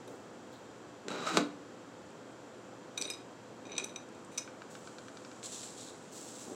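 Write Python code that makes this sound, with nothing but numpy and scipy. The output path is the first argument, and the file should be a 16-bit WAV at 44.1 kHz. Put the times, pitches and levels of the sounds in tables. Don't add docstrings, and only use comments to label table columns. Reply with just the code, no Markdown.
import sys
import numpy as np
from scipy import signal
from scipy.fft import rfft, irfft
from scipy.io import wavfile
from scipy.ndimage import uniform_filter1d

SR = 44100
rng = np.random.default_rng(int(sys.argv[2]) if len(sys.argv) > 2 else 0)


def waveform_to_disk(signal):
    frames = np.transpose(np.atleast_2d(signal))
    scaled = np.clip(frames, -1, 1) * 32767
    samples = np.round(scaled).astype(np.int16)
    wavfile.write(sys.argv[1], SR, samples)


N = 288841
TIME = np.arange(N) / SR
RING_TIME = TIME[:SR // 2]

# (time [s], level [dB], most excited pitch [Hz], treble [dB],
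# free ringing [s], ring left after the next contact [dB])
MEDALLION_STRIKES = [(0.078, -44, 3900, 8, .007, -22), (2.9735, -37, 3800, 2, 0.0053, -25),
                     (2.9764, -20, 3920, 7.5, 0.007, -18), (3.013, -21, 5800, 12, 0.0067, -25),
                     (3.0436, -31, 3840, 4, 0.0078, -20), (3.0529, -27, 3780, -2, .006, -22),
                     (3.09, -37, 3800, 2, .004, -18), (3.1007, -23.5, 3070, 8.5, 0.0073, -24),
                     (3.136, -33.5, 3800, 2, 0.011, -22), (3.6534, -40.5, 2360, -10, .006, -13),
                     (3.667, -41.5, 5000, -7, .005, -15), (3.7185, -32.5, 6000, -15, .007, -15),
                     (3.729, -34, 6020, -21, .006, -19), (3.7522, -35, 3800, -17, 0.0057, -14),
                     (3.765, -30, 3840, -14, 0.0057, -10), (3.7806, -16.5, 6030, -4, 0.0068, -26),
                     (3.7978, -27, 2370, -10, .005, -18), (3.839, -31, 3800, 3, 0.0046, -22),
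                     (3.8426, -23, 6060, 8, 0.0054, -25), (3.894, -38, 3740, -2, 0.0057, -6),
                     (3.96, -25, 5050, 0, 0.0048, -13.5), (4.376, -23, 6060, 15, 0.0036, -28),
                     (4.3792, -21.5, 5970, 8, 0.0056, -20), (4.386, -25, 6100, -2, 0.0071, -21)]
# (pitch [Hz], level [dB], t60 [s])
MEDALLION_MODES = [(2324, -8.5, 0.077), (2416, -5, 0.19), (2458, -6.5, 0.18), (2795, -11, 0.069),
                   (3780, -2, 0.22), (3860, -3, 0.1), (4050, -5, 0.053), (5980, -6, 0.035),
                   (6030, 1, 0.059), (7090, -12, 0.2), (7730, -10, 0.07), (7960, -14, 0.09),
                   (8550, -14, 0.09), (8770, -14.5, 0.088), (8970, -20, 0.13), (10310, -28, .1),
                   (10670, -22, 0.09), (11630, -29, 0.12), (13480, -39, .13), (14100, -34, .1),
                   (14780, -33, .11)]
# (pitch [Hz], level [dB], t60 [s])
DISH_MODES = [(180, -21.5, 0.17), (217.4, -30, 0.24), (246, -20, 0.22), (325, -16, 0.1), (352, -18.5, 0.05),
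              (414, -22.5, 0.15), (487, -23, 0.19), (680, -32, 0.14), (847, -27.5, 0.11), (1060, -38, 0.1),
              (1195, -26, 0.14), (1246, -33, 0.087), (1327, -22, 0.045), (1440, -26, 0.035),
              (1470, -25.5, 0.17), (1490, -20.5, 0.027), (2520, -22, 0.02), (3856, -15.5, 0.027)]


def amp(db):
    return 10 ** (np.asarray(db) / 20)


def unit(x):
    return x / np.std(x)


def peak(x):
    return x / np.abs(x).max()


def fade(t60):
    return np.exp(-np.log(1000) * RING_TIME / max(t60, 1e-4))


def add(out, start, sound):
    i = max(int(start * SR), 0)
    out[i:i + len(sound)] += sound[:N - i]


def band(x, lo_hz, hi_hz):
    edges = [lo_hz, min(hi_hz, SR / 2 - 1)]
    return signal.sosfilt(signal.butter(2, edges, "band", fs=SR, output="sos"), x)


def dulled(x, hz):
    return signal.sosfiltfilt(signal.butter(2, hz, fs=SR, output="sos"), x)


def colour(x, points, size=4096):
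    hz, db = np.transpose(points)
    bin_hz = np.arange(size // 2 + 1) * SR / size
    gain = amp(np.interp(np.log(bin_hz + 1), np.log(hz), db))
    cepstrum = irfft(np.log(gain))
    cepstrum[1:size // 2] *= 2
    cepstrum[size // 2 + 1:] = 0
    return signal.fftconvolve(x, irfft(np.exp(rfft(cepstrum))))[:len(x)]


def ring(modes, signed=True):
    signs = rng.choice([-1, 1], len(modes)) if signed else np.ones(len(modes))
    return sum(sign * amp(db) * fade(t60) * np.sin(2 * np.pi * hz * RING_TIME)
               for sign, (hz, db, t60) in zip(signs, modes))


def drift(per_s):
    hold = int(SR / per_s)
    steps = np.repeat(rng.standard_normal(N // hold + 1), hold)[:N]
    return unit(uniform_filter1d(steps, hold))


def grit(per_s, spread_db):
    slips = rng.random(N) < per_s / SR
    return unit(slips * rng.standard_normal(N) * amp(spread_db * rng.standard_normal(N)))


def contact(chatter_db, t60):
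    force = amp(chatter_db) * rng.standard_normal(len(RING_TIME)) * fade(t60)
    force[0] += 1
    return force


def stroke(start, length, attack_s, slope_db_per_s, release_db_per_s):
    age = TIME - start
    db = slope_db_per_s * np.clip(age, 0, length) - release_db_per_s * np.maximum(age - length, 0)
    return np.clip(age / attack_s, 0, 1) * amp(db)


def room_tone():
    # (frequency [Hz], gain [dB])
    air_colour = [(18, -82), (30, -59), (79, -15.5), (109, -8.5), (145, -7), (250, 0), (336, -0.5),
                  (512, -4), (740, -7.5), (1460, -12), (2120, -20.5), (6210, -27.5), (7270, -27),
                  (8740, -36.5), (16000, -53)]
    # (pitch [Hz], level [dB])
    tones = [(118.8, -68), (290.7, -72), (506.5, -62), (2649, -80), (3215, -77.5), (5903, -78.5),
             (7016, -91), (7071, -80.5)]
    air = unit(colour(rng.standard_normal(N), air_colour)) * amp(-51 + 0.032 * drift(5.3))
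    hiss = amp(-72.5) * unit(band(band(rng.standard_normal(N), 6700, 8240), 6700, 8240))
    hum = np.zeros(N)
    for hz, db in tones:
        gain = np.sqrt(2) * amp(db + 0.43 * drift(2.04))
        hum += gain * np.sin(2 * np.pi * hz * TIME + 0.16 * drift(3.1))
    return air + hiss + hum


def hand_rubs():
    # (time [s], length [s], level [dB])
    rubs = [(0.05, 0.049, -51), (1.038, 0.091, -43.5), (2.966, 0.089, -52), (3.64, 0.2, -53),
            (6.443, 0.099, -49.5)]
    pressure = sum(amp(db) * stroke(start, length, attack_s=0.035, slope_db_per_s=5, release_db_per_s=108)
                   for start, length, db in rubs)
    return unit(band(grit(1200, 2.0), 210, 544)) * pressure


def sliding(creep_start_s=4.2, creep_db=-65):
    # (time [s], length [s], level [dB], rasp [dB], fine hiss [dB], release [dB/s])
    pushes = [(0.065, 0.03, -69.5, -11, -7, 72), (0.514, 0.024, -72, 4.5, -4, 150),
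              (4.697, 0.02, -61, -28, -11, 104), (4.836, 0.034, -71, -25, -35, 90),
              (5.427, 0.026, -46, -11, -28, 130), (5.511, 0.052, -48.5, -11.5, -34, 108),
              (5.608, 0.017, -55.5, -11, -28, 72), (5.764, 0.055, -58, -3, -22, 126),
              (5.863, 0.015, -61, 6, -24, 450), (6.115, 0.016, -56, -23, -9, 222),
              (6.144, 0.29, -56.5, -24, -15, 55)]
    # (frequency [Hz], gain [dB])
    hiss_colour = [(1180, -55), (2000, -18), (2860, -10.5), (3840, -5.5), (5000, -6.5), (6200, -3),
                   (7250, 2), (7850, 1.5), (8500, -6), (11700, -21.5), (13100, -30), (15100, -25),
                   (16000, -30)]
    hiss = unit(colour(grit(5500, 1.0), hiss_colour))
    rasp = unit(band(grit(1500, 2.9), 3450, 4320))
    fine = unit(band(grit(2500, 2.5), 10500, 22000))
    out = hiss * amp(creep_db) * np.clip((TIME - creep_start_s) / 1.07, 0, 1)
    for start, length, db, rasp_db, fine_db, release in pushes:
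        push = stroke(start, length, attack_s=0.016, slope_db_per_s=5, release_db_per_s=release)
        out += amp(db) * push * (hiss + amp(rasp_db) * rasp + amp(fine_db) * fine)
    return out * amp(0.5 * drift(25.37))


def metal_click(force, treble_db):
    # (frequency [Hz], gain [dB])
    click_colour = [(880, -21), (1500, -34), (2500, -1.5), (3450, -1), (5000, -0.5), (6500, -1), (8200, 1),
                    (9500, -16), (11000, -21), (12400, -34), (16000, -39)]
    tilted = [(hz, db + treble_db * np.clip(np.log2(hz / 7000), -1, 1)) for hz, db in click_colour]
    return peak(colour(force, tilted))


def link_snaps():
    # (time [s], level [dB], treble [dB])
    snaps = [(.077, -45, 30), (.475, -55, 20), (1.105, -40, 16), (2.105, -50, 8), (2.315, -54, 13),
             (3.014, -40, 20), (3.0230, -18.5, -2.5), (3.7805, -25, 14), (3.844, -36, 16), (4.089, -47, 8),
             (4.248, -43, 11), (5.888, -49, 10)]
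    out = np.zeros(N)
    for start, db, treble_db in snaps:
        add(out, start, amp(db) * metal_click(contact(chatter_db=12, t60=0.003), treble_db))
    return out


def medallion_clinks(favour_db=6, favour_octaves=0.31, choke_s=0.0045, build_s=0.00073):
    out = np.zeros(N)
    hz, mode_db, t60 = np.transpose(MEDALLION_MODES)
    for start, db, main_hz, treble_db, free_s, left_db in MEDALLION_STRIKES:
        spot, load = rng.standard_normal((2, len(hz))) * hz / 6000
        loaded_hz = hz * (1 + 0.003 * load)
        even_db = mode_db + treble_db * np.clip(np.log2(hz / 5500), 0, 1) + 1.2 * spot
        struck_db = even_db + favour_db * np.exp(-(np.log2(hz / main_hz) / favour_octaves) ** 2)
        struck = ring(np.transpose([loaded_hz, struck_db, t60]), signed=False)
        choked = amp(left_db) * ring(np.transpose([loaded_hz, even_db, t60]), signed=False)
        free = (1 - np.tanh((RING_TIME - free_s) / choke_s)) / 2
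        attack = 1 - np.exp(-RING_TIME / build_s)
        tone = attack * (free * struck + (1 - free) * choked) / np.linalg.norm(amp(struck_db))
        tick = metal_click(contact(chatter_db=-9, t60=0.02), treble_db / 2)
        dish_thud = peak(band(contact(chatter_db=-11, t60=0.083), 850, 1750))
        add(out, start, amp(db) * (amp(-5.5) * tone + amp(-11.5) * tick + amp(-23) * dish_thud))
    return out


def link_pings():
    # (time [s], level [dB], pitch [Hz], t60 [s])
    pings = [(.157, -54, 8040, .012), (3.0705, -44, 8800, 0.04), (3.078, -38, 3826, 0.077),
             (3.101, -42, 8560, .05), (3.103, -46, 7950, 0.052), (3.103, -58, 11600, 0.082),
             (3.78, -31, 3320, 0.015), (3.843, -60, 11130, 0.12), (4.15, -50, 7550, 0.015),
             (4.382, -23.5, 5980, 0.021), (4.3805, -34, 6600, .02), (4.381, -57, 7050, .28),
             (4.381, -54, 8840, 0.12)]
    out = np.zeros(N)
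    for start, db, hz, t60 in pings:
        add(out, start, ring([(hz, db, t60)]))
    return out


def dish_scrape(pressed_t60=0.09, brighten_db_per_db=0.43, judder_swell_s=0.083):
    # (time [s], level [dB])
    friction_curve = [(1.095, -45.5), (1.135, -45.5), (1.205, -45), (1.25, -43), (1.276, -37), (1.318, -40),
                      (1.345, -37.5), (1.366, -37)]
    # (frequency [Hz], gain [dB])
    scrape_colour = [(290, -32), (500, -1), (688, -2), (1000, -4.5), (1190, 0.5), (1450, -1.5),
                     (1720, -10.5), (2500, -9.5), (3490, -13), (4100, -11.5), (5090, -15.5), (7750, -15.5),
                     (9630, -32.5), (16000, -43)]
    times, levels_db = np.transpose(friction_curve)
    friction_db = np.interp(TIME, times, levels_db)
    moving = np.interp(TIME, [1.083, 1.1, 1.372, 1.42], [0, 1, 1, 0])
    damped_modes = [(hz, db, min(t60, pressed_t60)) for hz, db, t60 in DISH_MODES]
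    body = unit(signal.fftconvolve(grit(3000, 4.5), ring(damped_modes))[:N])
    rub = unit(colour(grit(8000, 1.4), scrape_colour)) + amp(-5.5) * unit(band(body, 500, 5700))
    dull = dulled(rub, 4500)
    brightness = amp(brighten_db_per_db * (friction_db - levels_db.mean()))
    scrape = (dull + brightness * (rub - dull)) * amp(friction_db + 1.3 * drift(120))
    swell = np.exp(np.minimum(TIME - times[-1], 0) / judder_swell_s)
    judder = amp(-50 + 17 * swell) * unit(band(body, 150, 1160))
    squeak = amp(-55) * unit(band(grit(2000, 2), 3845, 4005))
    press = stroke(start=1.256, length=0.025, attack_s=0.008, slope_db_per_s=-20, release_db_per_s=403)
    groan = amp(-42) * unit(band(body, 1130, 1550)) * press
    return moving * (scrape + judder + squeak) + groan


def dish_knocks():
    # (time [s], level [dB], shell ring relative to that level [dB])
    knocks = [(1.0836, -22, -11), (1.3718, -5, -3.5), (1.3878, -30, 0), (1.407, -37, 2), (5.430, -30, -16),
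              (5.447, -39, -16), (5.633, -31, -15)]
    # (frequency [Hz], gain [dB])
    crack_colour = [(120, -19), (340, 3), (600, 1.5), (1000, -6), (1450, 8.5), (1900, 1.5), (2500, 0.5),
                    (4100, 2), (4800, -3), (7400, -1.5), (9400, -19), (16000, -36)]
    out = np.zeros(N)
    for start, db, shell_db in knocks:
        crack = peak(colour(contact(chatter_db=-22.5, t60=0.035), crack_colour))
        add(out, start, amp(db) * (crack + amp(shell_db) * ring(DISH_MODES)))
    return out


def dish():
    low_cut = signal.butter(4, 140, "high", fs=SR, output="sos")
    return signal.sosfilt(low_cut, dish_scrape() + dish_knocks())


def room_boom(start_s=1.388, hz=291, t60=0.36, build_s=0.02):
    out = np.zeros(N)
    add(out, start_s, (1 - np.exp(-RING_TIME / build_s)) * ring([(hz, -25.5, t60)]))
    return out


def chain_drag(held_t60_share=0.16):
    # (time [s], length [s], level [dB])
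    drags = [(2.973, 0.16, -54.5), (3.682, 0.13, -55.5), (4.14, .02, -68), (4.311, 0.035, -65)]
    held_modes = [(hz, db, t60 * held_t60_share) for hz, db, t60 in MEDALLION_MODES]
    jingle = unit(signal.fftconvolve(grit(1100, 1.5), ring(held_modes))[:N])
    dull = dulled(jingle, 6000)
    times, _, _, treble_db, _, _ = np.transpose(MEDALLION_STRIKES)
    treble = amp(np.interp(TIME, times, treble_db) - 2) * (jingle - dull)
    pull = sum(amp(db) * stroke(start, length, attack_s=0.008, slope_db_per_s=-13, release_db_per_s=250)
               for start, length, db in drags)
    return (dull + treble) * pull


def coins(rattle_db=2.5, rattle_per_s=170):
    # (time [s], level [dB], base pitch [Hz])
    nudges = [(3.107, -41, 5050), (4.382, -41, 5250)]
    # (pitch [multiple of the base], level [dB], t60 [s])
    coin_modes = [(0.991, -12, 0.34), (1.006, 4, 0.04), (1.017, -10, 0.13), (1.595, -17, .14),
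                  (1.7, -24, 0.15)]
    out = np.zeros(N)
    for start, db, hz in nudges:
        rattle = amp(rattle_db * drift(rattle_per_s)[:len(RING_TIME)])
        tone = ring([(hz * ratio, mode_db, t60) for ratio, mode_db, t60 in coin_modes])
        add(out, start, amp(db) * rattle * tone)
    return out


def rocking(start_s=4.4762, first_swing_s=0.1435, shrink_s=0.01105, loudest_s=5.18,
            first_hz=2720, last_hz=4280, brighten_s=0.096):
    # (pitch [Hz], level [dB], t60 [s])
    floor_modes = [(1350, -10.5, 0.02), (1454, -17.0, 0.036), (1540, -11, 0.023), (2340, -19.0, 0.041)]
    out, now = np.zeros(N), start_s
    for k in range(9):
        age, swing_s = now - start_s, first_swing_s - k * shrink_s
        hz = last_hz + (first_hz - last_hz) * np.exp(-age / brighten_s)
        tap = peak(band(contact(chatter_db=-13, t60=0.022), hz * 0.7, hz * 1.6))
        tap_db = -37 - 14 * (now - loudest_s) ** 2
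        floor = amp(-32 - 6 * age) * ring(floor_modes)
        tick = band(amp(tap_db) * tap + floor, 800, 5300)
        add(out, now, tick)
        add(out, now + swing_s / 2, amp(-12 - 5 * k) * tick)
        now += swing_s
    return out


def small_room(x, wet_db=-9, onset_s=0.0022):
    # (frequency [Hz], t60 [s])
    decay = [(200, 0.45), (650, 0.32), (1400, 0.4), (4000, 0.27), (12000, 0.25)]
    hz, t60 = np.transpose(decay)
    edges = np.geomspace(80, 18000, 9)
    tail = np.zeros(len(RING_TIME))
    for lo, hi in zip(edges, edges[1:]):
        band_t60 = np.interp(np.log(lo * hi) / 2, np.log(hz), t60)
        tail += band(rng.standard_normal(len(tail)), lo, hi) * fade(band_t60)
    tail *= np.clip(RING_TIME / onset_s - 0.5, 0, 1)
    return x + amp(wet_db) * signal.fftconvolve(x, tail / np.linalg.norm(tail))[:N]


def scene():
    plastic = dish()
    metal = medallion_clinks() + chain_drag() + coins() + link_pings() + link_snaps() + rocking()
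    friction = sliding() + hand_rubs()
    return (small_room(plastic + metal + friction) + room_boom() + room_tone())[None]


def record(dry, top_hz=15850):
    return signal.sosfilt(signal.ellip(10, 0.2, 70, top_hz, fs=SR, output="sos"), dry)


dry = scene()
out = record(dry)
waveform_to_disk(out)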